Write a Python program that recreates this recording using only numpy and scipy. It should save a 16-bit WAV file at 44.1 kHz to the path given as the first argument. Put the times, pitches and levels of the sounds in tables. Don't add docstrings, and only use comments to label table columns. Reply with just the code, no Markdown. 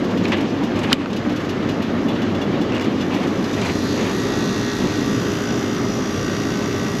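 import sys
import numpy as np
from scipy import signal
from scipy.fft import rfft, irfft
from scipy.io import wavfile
from scipy.ndimage import uniform_filter1d, map_coordinates

SR = 44100
rng = np.random.default_rng(int(sys.argv[2]) if len(sys.argv) > 2 else 0)


def log_audio(samples):
    frames = np.atleast_2d(samples).T
    limited = np.clip(frames, -1, 1)
    pcm = np.round(limited * 32767).astype(np.int16)
    wavfile.write(sys.argv[1], SR, pcm)


def invert_db(x):
    u = np.asarray(x, float) / 20
    return 10 ** u


N = 308700
T = np.arange(N) / SR
HIT_T = T[:4096]

SHAFT_HZ = 58.152
# (time [s], level [dB])
GAP_LEVEL = [
    (2.9, -54),
    (3.5, -42.5),
    (3.72, -38.5),
    (4.11, -37.5),
    (4.68, -37.5),
    (5.45, -39.5),
    (5.82, -40.5),
    (6.68, -39.5),
    (7.0, -39),
]
# (frequency [Hz], width [Hz], level [dB])
SHELL_MODES = [
    [(1130, 24, 1), (1490, 18, -23), (1810, 63, -16), (2650, 220, -5), (3390, 70, 0), (3760, 100, -5), (4050, 26, -20), (4570, 160, 0), (5070, 27, -3), (5880, 67, -23), (6700, 54, -10), (12200, 1300, -31)],
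    [(1110, 32, -25), (1540, 30, -33), (2700, 350, -8), (3040, 36, -3), (3400, 77, -1), (4250, 56, -29), (4770, 72, -13), (5140, 79, 1), (5790, 100, -2), (6700, 20, 2), (10700, 110, -24), (12100, 630, 0)],
]
# (frequency [Hz], level [dB per Hz])
CLATTER_COLOUR = [(530, -33), (900, 5), (1150, -10), (1390, 3), (1490, -1), (1940, -3), (2340, -8),
                  (3370, -8.5), (5040, -12.5), (5480, -24), (5920, -7), (6400, -10.5), (10000, -39),
                  (13000, -65), (22000, -120)]
# (frequency [Hz], level [dB per Hz])
GAS_COLOUR = [(880, -8), (1500, -14), (1660, -26), (1880, -4), (2380, -20), (2750, -8.5), (3210, -18),
              (3480, -6.5), (4330, -10.5), (5200, -9), (5500, -10), (5700, -4.5), (5890, -5.5),
              (6690, -9.5), (7800, -18), (9180, -21.5), (11700, -18), (13100, -28.5)]
MOVE_S = 4.96, 5.13

# (frequency [Hz], at the door edge [dB], in the opening [dB], on the way in [dB], inside [dB])
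VALVE_PLATES = [(5760, -50, -41.5, -48, -38), (6100, -56, -46, -44, -51), (3430, -52, -41, -48, -46),
                (3750, -45, -44, -54, -54), (4750, -54, -54, -54, -49)]
VALVE_PLACES_S = 4.05, 4.4, 4.75, 5.0, 5.35, 5.5
VALVE_DECAY_TURNS, VALVE_SCATTER_DB = .2, 2.5

# (multiple [shaft rates], at the door edge [dB rms], in the opening [dB rms], further in [dB rms])
WHINE_TONES = [(7, -32, -31.5, -32.5), (20, -50, -45, -43.5), (21, -50, -51, -50), (22, -58, -49, -46),
               (24, -60, -51, -50), (26, -50, -43.5, -46.5), (27, -54, -53, -48), (29, -52, -46, -53),
               (32, -49, -43, -50), (33, -48, -42, -47), (36, -57, -52, -49), (46, -51, -53, -55),
               (47, -62, -52, -54), (48, -62, -52, -53), (58, -57, -51, -56), (59, -55, -53, -54),
               (63, -62, -52, -58), (64, -53, -55, -57), (65, -49, -52, -54), (71, -43.5, -46, -56),
               (74, -55, -56, -59), (77, -57, -58, -57), (79, -50, -52, -58), (89, -55, -59, -58),
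               (81, -54, -57, -54), (82, -56, -53, -55), (92, -54, -50, -55), (91, -62, -57, -55),
               (98, -58, -60, -55), (101, -66, -57, -54), (104, -58, -57, -58), (109, -63, -57, -61),
               (110, -63, -57, -62), (111, -58, -54, -55), (115, -53, -60, -60), (122, -66, -61, -66),
               (123, -67, -68, -64), (129, -69, -70, -68), (141, -69, -74, -65)]
WHINE_PLACES_S = 4.0, 4.35, 4.85, 5.3
BEAT_DEPTH = {26: .65, 71: .2, 79: .3}
BEAT_PERIOD_S, BEAT_TOP_S = .2636, 4.44
TONE_DRIFT_DB = 2.2
SHADOW_S, SHADOW_DB, SHADOW_HZ = (3.4, 3.7), -13, 2500

# (time [s], peak level [dB], pitch [Hz])
LATCH_KNOCKS = [
    (0.2535, -15, 2630),
    (0.3196, -11.5, 2420),
    (0.8444, -18, 2100),
    (3.4416, -26, 2720),
]
KNOCK_T60_S = 0.018
# (time [s], frequency [Hz], level [dB], length [s])
CATCH_RUBS = [(.898, 4000, -27, .025), (.9165, 1300, -13, .004), (.9215, 1600, -14, .004),
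              (.9245, 2600, -20, .003), (.909, 4700, -27, .006), (.320, 1000, -20, .02),
              (.9298, 3100, -15, .002), (.929, 5000, -17, .0012), (.9325, 3200, -22, .004),
              (.938, 3600, -23, .007), (.950, 2200, -26, .006), (.917, 3500, -23, .008),
              (.9185, 2000, -19, .005), (.921, 6000, -31, .006), (.933, 7000, -36, .012),
              (.3225, 2700, -16, .005), (.3275, 3000, -17, .012), (.3405, 2500, -21, .01),
              (.321, 5000, -30, .015), (1.0585, 1300, -18, .004), (.833, 6500, -33, .005),
              (.836, 3000, -22, .008), (.790, 6800, -34, .006), (3.441, 4900, -27, .004),
              (3.613, 7000, -31, .006), (3.614, 3400, -26, .014), (3.657, 6800, -30, .008),
              (3.665, 3800, -26, .005), (3.530, 6300, -33, .006), (1.130, 6000, -30, .004)]
SNAP_S, SNAP_DB = .9286, 0.5
# (delay [s], frequency [Hz], level [dB], t60 [s])
SNAP_MODES = [(.0045, 260, -8, .08), (.001, 1440, -17, .02), (0, 1990, -14, .018), (0, 2400, -13, .018),
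              (.001, 2900, -3, .014), (.001, 3140, -3, .013), (0, 3730, -4.5, .013), (0, 4400, -5, .008),
              (0, 5000, -5, .008), (0, 5870, -17, .012), (0, 6650, -15, .006), (0, 7370, -17, .011),
              (0, 8300, -21, .008), (0, 10200, -20, .006), (0, 11870, -23, .012)]
# (time [s], peak level [dB], pitch [Hz])
LIP_TICKS = [(.238, -32, 6700), (.281, -32, 6700), (.310, -27, 2500), (0.3201, -15, 2500),
             (.3200, -24, 4300), (0.2542, -19, 2570), (.2545, -25, 3800), (.2455, -27, 4300),
             (.369, -21, 2000), (1.059, -22, 2600), (2.722, -19, 2703), (2.7334, -26, 2680),
             (2.7418, -23, 2800), (2.749, -26, 3200), (2.7535, -24, 3300), (2.759, -24, 3300),
             (2.7660, -17, 2800), (2.7715, -24, 3000), (2.781, -21, 2800), (2.7974, -18, 2310),
             (2.8132, -24, 2840), (2.823, -17.5, 2100), (2.8450, -23, 2410), (2.8575, -26, 2000)]
TICK_T60_S, TICK_EDGE_DB = .012, -9
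# (time [s], held [s], level [dB])
DOOR_DRAGS = [
    (.24, 0.18, -34.5),
    (.76, 0.26, -33.5),
    (2.72, 0.12, -37.5),
    (3.005, 0.044, -41),
    (3.1, 0.13, -33.5),
    (3.56, 0.026, -32),
    (3.613, 0.08, -31),
    (3.97, 0.12, -34),
    (4.8, 0.14, -37.5),
    (2.08, 0.02, -37),
]
DRAG_ATTACK_S, DRAG_RELEASE_S, SHEET_DB = 0.0078, 0.037, 1

FAN_TURN_S, FIRST_TURN_S = .0659, .04
FLAP_TURNS = [0, 1, 2, 3, 5, 9, 12, 17, 19, 20, 22, 24, 25, 27, 31, 32, 33, 35, 36, 39, 41, 42, 45, 47, 49,
              53]
FLAP_LEVELS = [-31, -31, -27.5, -31, -31, -27.5, -27, -24.5, -29, -25, -23.5, -40, -24.5, -26.5, -26.5, -43,
               -27.5, -32, -27, -27, -29, -26, -26, -24, -27, -28]
# (time [s], peak level [dB])
FINGER_BRUSHES = [(.278, -25), (.316, -30), (.405, -27), (.755, -28), (.787, -27), (1.10, -31),
                  (1.128, -30), (1.319, -38), (1.402, -30), (1.444, -30), (2.841, -30), (3.229, -36),
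                  (3.442, -24)]
# (frequency [Hz], level [dB per Hz])
PUFF_COLOUR = [(1760, -17), (3000, 3.5), (3170, -22), (3540, -5), (4160, -8), (5060, -6.5), (6640, -10),
               (9140, -29), (12100, -17.5), (13100, -29)]
PUFF_S, PUFF_BODY_DB = 0.032, -37.5
BRUSH_S, BRUSH_BODY_DB = 0.025, -37
BODY_FOLLOWS = 0.14
# (frequency [Hz], level [dB], t60 [s])
BRACKET_RINGS = [
    (3450, -29, 0.13),
    (2850, -25.5, 0.079),
]
RING_HEARD_S, RING_FAR_DB = (1.7, 2.05, 3.05, 3.3), -6.5

# (time [s], level [dB])
AIR_FLOW = [(0.0, -21), (0.04, -19.5), (0.1, -20), (1.52, -23), (2.22, -19.5), (3.8, -22.5), (4.37, -21.5),
            (4.76, -26), (4.84, -17), (4.95, -27), (4.97, -22), (6.94, -23), (6.96, -19.5), (7.0, -26)]
# (frequency [Hz], level [dB per Hz])
RUMBLE_COLOUR = [(15, -50), (33, -36), (42, -12), (78, -11.5), (97, 1.5), (140, -3), (180, -49),
                 (310, -120)]
# (frequency [Hz], level [dB per Hz])
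RUSH_COLOUR = [(71, -41), (120, -17), (183, -4), (215, -3.5), (291, -2), (333, -7), (371, -7), (404, -11),
               (436, -12.5), (482, -14), (900, -29.5), (1170, -30.5), (1980, -120)]
# (frequency [Hz], level [dB per Hz])
HISS_COLOUR = [(290, -9), (500, -3), (589, -1.5), (924, -7), (1130, -5), (1470, -9), (1800, -9),
               (2500, -14.5), (2910, -14), (6600, -29), (9160, -49), (11700, -40), (13100, -49)]
# (time [s], time [s]), hiss [dB], rumble [dB]
ENTER_S, BAY_HISS_DB, BAY_RUMBLE_DB = (4.1, 3.56), -2, 3

# (frequency [Hz], level [dB per Hz])
PORT_COLOUR = [(5590, -88), (9500, -56), (9580, -35), (9740, -30), (10600, -21), (11700, -5), (12400, 6),
               (13100, -7)]
# (start [s], end [s])
TREBLE_SPELLS = [(.42, 0.78), (1.15, 1.36), (1.66, 1.8), (2.45, 2.6), (2.86, 3.56), (5.12, 6), (6.84, 8.1)]


def unit(x):
    return x / np.sqrt(np.mean(x ** 2))


def gain_at(hz, colour):
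    f, db = np.transpose(colour)
    return invert_db(np.interp(np.log(hz + 1), np.log(f), db))


def band(x, lo_hz, hi_hz):
    return signal.sosfilt(signal.butter(2, [lo_hz, hi_hz], "band", fs=SR, output="sos"), x)


def walk(rate, count=1):
    hold = int(SR / rate)
    steps = np.repeat(rng.standard_normal((count, N // hold + 1)), hold, axis=1)
    return unit(uniform_filter1d(steps, hold)[:, :N])


def eddies(colour, flicker_db, rate):
    hz = np.arange(N // 2 + 1) * SR / N
    spec = rfft(rng.standard_normal(N)) * gain_at(hz, colour)
    octaves = np.arange(np.log2(colour[-1][0] / colour[0][0]) + 1)
    edges = colour[0][0] * 2. ** octaves
    parts = [irfft(spec * (hz >= a) * (hz < b), N) for a, b in zip(edges, edges[1:])]
    flicker = invert_db(flicker_db * walk(rate, count=len(parts)))
    return unit(np.sum(parts * flicker, axis=0))


def ring(hz, t60):
    return np.sin(2 * np.pi * hz * HIT_T) * np.exp(-np.log(1000) * HIT_T / max(t60, .004))


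def add(out, s, x):
    i = int(s * SR)
    out[i:i + len(x)] += x


def gap_db():
    s, db = np.transpose(GAP_LEVEL)
    return np.interp(T, s, db, left=-62) + 40


def open_bay():
    move = np.interp(T, MOVE_S, [0, 1])
    gas = eddies(GAS_COLOUR, flicker_db=0.84, rate=11)
    edge, inside = (compressor(modes, gas) for modes in SHELL_MODES)
    return invert_db(gap_db()) * ((1 - move) ** 0.98 * edge + move ** 0.86 * inside + valve())


def compressor(modes, gas):
    chance = rng.standard_normal((23, 4096))
    chance = chance + 0.98 * chance[0]
    hz = np.arange(2049) * SHAFT_HZ
    force = rfft(chance * blow(np.arange(4096) / 4096, rest=0.95))
    force[:, [k for k, *_ in WHINE_TONES]] *= .2
    turns = irfft(force * gain_at(hz, CLATTER_COLOUR) * shell(hz, modes, lift_db=3.0) * (hz < 14000))
    phase = (T * SHAFT_HZ + .75) % 1
    clatter = map_coordinates(turns, [T * 3, phase * 4095], order=1)
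    gas_spec = rfft(gas * blow(phase, rest=0.7))
    gas = irfft(gas_spec * shell(np.arange(N // 2 + 1) * SR / N, modes, lift_db=3.0), N)
    return invert_db(-39.5) * unit(clatter) + invert_db(-39.5) * unit(gas)


def blow(phase, rest):
    return rest + np.exp(-phase / 0.16)


def shell(hz, modes, lift_db):
    return 1 + sum(invert_db(0.29 * db + lift_db) / (1 + (2 * (hz - f) / max(w, 130)) ** 2) for f, w, db in modes)


def valve():
    turn = T * SHAFT_HZ + .87
    x = turn % 1 / VALVE_DECAY_TURNS * 2
    per_turn = rng.standard_normal((int(turn[-1]) + 1, len(VALVE_PLATES) + 1))
    blows = per_turn[turn.astype(int)].T
    shared = blows[0]
    slow_levels = walk(9, count=len(VALVE_PLATES))
    out = np.zeros(N)
    for (hz, edge, opening, way, inside), own, slow in zip(VALVE_PLATES, blows[1:], slow_levels):
        db = np.interp(T, VALVE_PLACES_S, [edge, opening, opening, way, way, inside])
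        db = db + VALVE_SCATTER_DB * (shared + .6 * own + 0.85 * slow)
        locked_hz = np.round(hz / SHAFT_HZ) * SHAFT_HZ
        out += invert_db(db) * np.sin(2 * np.pi * (locked_hz * T + .06 * own))
    return out * x * np.exp(1 - x)


def whine():
    opening_db = np.minimum(gap_db(), 0)
    shadow_db = np.interp(T, SHADOW_S, [SHADOW_DB, 0])
    beat = np.cos(2 * np.pi * (T - BEAT_TOP_S) / BEAT_PERIOD_S)
    out = np.zeros(N)
    for (k, edge, opening, inside), drift in zip(WHINE_TONES, walk(5, count=len(WHINE_TONES))):
        hz = k * SHAFT_HZ
        level_db = np.interp(T, WHINE_PLACES_S, [edge, opening, opening, inside])
        level_db = level_db + min(hz / 600, TONE_DRIFT_DB) * drift + shadow_db * (hz > SHADOW_HZ)
        looseness = .04 + .08 * (hz < 5500) + .2 * (hz < SHADOW_HZ)
        lag = .77 * (k - 99) + looseness * rng.standard_normal()
        tone = np.sin(2 * np.pi * (hz * T + lag + .04 * drift))
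        out += invert_db(level_db + 3.5) * (1 + BEAT_DEPTH.get(k, 0) * beat) * tone
    return out * invert_db(opening_db)


def latch():
    out = np.zeros(N)
    t = HIT_T
    for s, db, hz in LATCH_KNOCKS:
        rattle = unit(band(rng.standard_normal(len(t)), 0.7 * hz, 1.1 * hz))
        rattle = rattle * np.exp(-np.log(1000) * t / KNOCK_T60_S)
        knock = (rattle + 0.58 * ring(hz, KNOCK_T60_S)) * (1 - np.exp(-t / 0.00043))
        add(out, s, invert_db(db - 2.0) * knock)
    for s, hz, db, length in CATCH_RUBS:
        rub = band(band(rng.standard_normal(len(t)), 0.5 * hz, 1.23 * hz), 0.5 * hz, 1.23 * hz)
        swell = np.exp(-t / length) * (1 - np.exp(-4 * t / length))
        weights = np.exp(-2 * t / length) * (1 - np.exp(-4 * t / length)) ** 2
        rub = rub / np.sqrt(np.average(rub ** 2, weights=weights))
        add(out, s, invert_db(db) * rub * swell)
    for k, (lag, hz, db, t60) in enumerate(SNAP_MODES):
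        sign = (-1) ** k
        add(out, SNAP_S + lag, sign * invert_db(SNAP_DB + db) * ring(hz, t60) * (1 - np.exp(-t / .0002)))
    crack = band(rng.standard_normal(len(t)), 1000, 13000)
    add(out, SNAP_S, invert_db(-21) * crack * (np.exp(-t / .0014) + .15 * np.exp(-t / .008)))
    return out


def ticks():
    out = np.zeros(N)
    t = HIT_T
    for s, db, hz in LIP_TICKS:
        edge = unit(band(band(rng.standard_normal(len(t)), 1500, 6500), 1500, 6500)) * np.exp(-t / .0012)
        body = ring(hz, TICK_T60_S) * (1 - np.exp(-t / 0.00023))
        add(out, s, invert_db(db) * (body + invert_db(TICK_EDGE_DB) * edge))
    return out


def door():
    level = np.zeros(N)
    for s, length, db in DOOR_DRAGS:
        corners = s + np.cumsum([0, DRAG_ATTACK_S, length, DRAG_RELEASE_S])
        level += invert_db(db) * np.interp(T, corners, [0, 1, 1, 0])
    grains = rng.standard_normal(N) * invert_db(2.5 * rng.exponential(size=N)) * invert_db(1.5 * walk(120)[0])
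    scrape = unit(band(grains, 1520, 2810))
    sheet = unit(band(grains, 450, 1050))
    return level * (scrape + invert_db(SHEET_DB) * sheet)


def puffs():
    top, body, rings = np.zeros(N), np.zeros(N), np.zeros(N)
    t = HIT_T
    flaps = [(FIRST_TURN_S + k * FAN_TURN_S, db, PUFF_S, PUFF_BODY_DB)
             for k, db in zip(FLAP_TURNS, FLAP_LEVELS)]
    brushes = [(s, db, BRUSH_S, BRUSH_BODY_DB) for s, db in FINGER_BRUSHES]
    for s, db, length, body_db in flaps + brushes:
        x = t / length * 3
        burst = (1 - np.exp(-t / 0.0022)) * (1 + x) * np.exp(-x)
        add(top, s, invert_db(db - 10.0) * burst)
        add(body, s, invert_db(body_db + BODY_FOLLOWS * (db + 22)) * burst)
    for (s, hit_db, *_), slip in zip(flaps, rng.standard_normal((len(flaps), 2))):
        for hz, db, t60 in BRACKET_RINGS:
            level = invert_db(db + 0.47 * (hit_db + 27.5) + 1.7 * slip[0])
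            add(rings, s, level * ring(hz * (1 + 0.0033 * slip[1]), t60) * (1 - np.exp(-t / 0.0099)))
    rings = rings * invert_db(np.interp(T, RING_HEARD_S, [RING_FAR_DB, 0, 0, RING_FAR_DB]))
    bright = top * eddies(PUFF_COLOUR, flicker_db=1.0, rate=340)
    dull = body * unit(band(rng.standard_normal(N), 2100, 4000))
    return bright + dull + rings


def fan():
    flow_db = np.interp(T, *np.transpose(AIR_FLOW)) + 21
    inside = np.interp(T, ENTER_S, [0, 1])
    rumble_db = -33.0 + 0.17 * flow_db + BAY_RUMBLE_DB * inside
    hiss_db = -30.0 + 0.24 * flow_db + BAY_HISS_DB * inside
    rumble = eddies(RUMBLE_COLOUR, flicker_db=-0.4, rate=4.5) * invert_db(rumble_db)
    rush = eddies(RUSH_COLOUR, flicker_db=0.76, rate=14) * invert_db(-20.5 + flow_db)
    hiss = eddies(HISS_COLOUR, flicker_db=1.24, rate=25) * invert_db(hiss_db)
    return rumble + rush + hiss


def scene():
    mid = fan() + open_bay() + puffs() + latch() + door() + whine() + ticks()
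    top = band(mid, 10600, 21000)
    top_level = np.sqrt(uniform_filter1d(top ** 2, 300) + 1e-12)
    side = invert_db(-6.0) * top_level * eddies(PORT_COLOUR, flicker_db=2.0, rate=30) - 0.21 * top
    in_spell = uniform_filter1d(sum(1. * (T > a) * (T < b) for a, b in TREBLE_SPELLS), 600)
    late_treble = np.roll(band(mid, 3800, 8000), 40)
    side += invert_db(-19) * in_spell * invert_db(4.0 * walk(25)[0]) * late_treble
    return np.array([mid + side, mid - side])


def low_pass(x):
    return signal.sosfilt(signal.butter(12, 13950, fs=SR, output="sos"), x)


def record(dry):
    b, a = signal.iirnotch(9040, 26, fs=SR)
    x = signal.lfilter(b, a, signal.lfilter(b, a, dry))
    x += (dry - x) * invert_db(-28 + 7 * walk(12)[0])
    x = signal.sosfilt(signal.butter(6, 38, "high", fs=SR, output="sos"), x)
    x = signal.sosfilt(signal.butter(12, 13100, fs=SR, output="sos"), x)
    duck_s = SNAP_S + .012
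    duck_db = -7 * np.exp(-np.clip(T - SNAP_S - .012, 0, 9) / 0.12) * (T > duck_s)
    x = np.clip(x * uniform_filter1d(invert_db(duck_db), 400), -1, 1)
    return low_pass(x)


dry = scene()
out = record(dry)
log_audio(out)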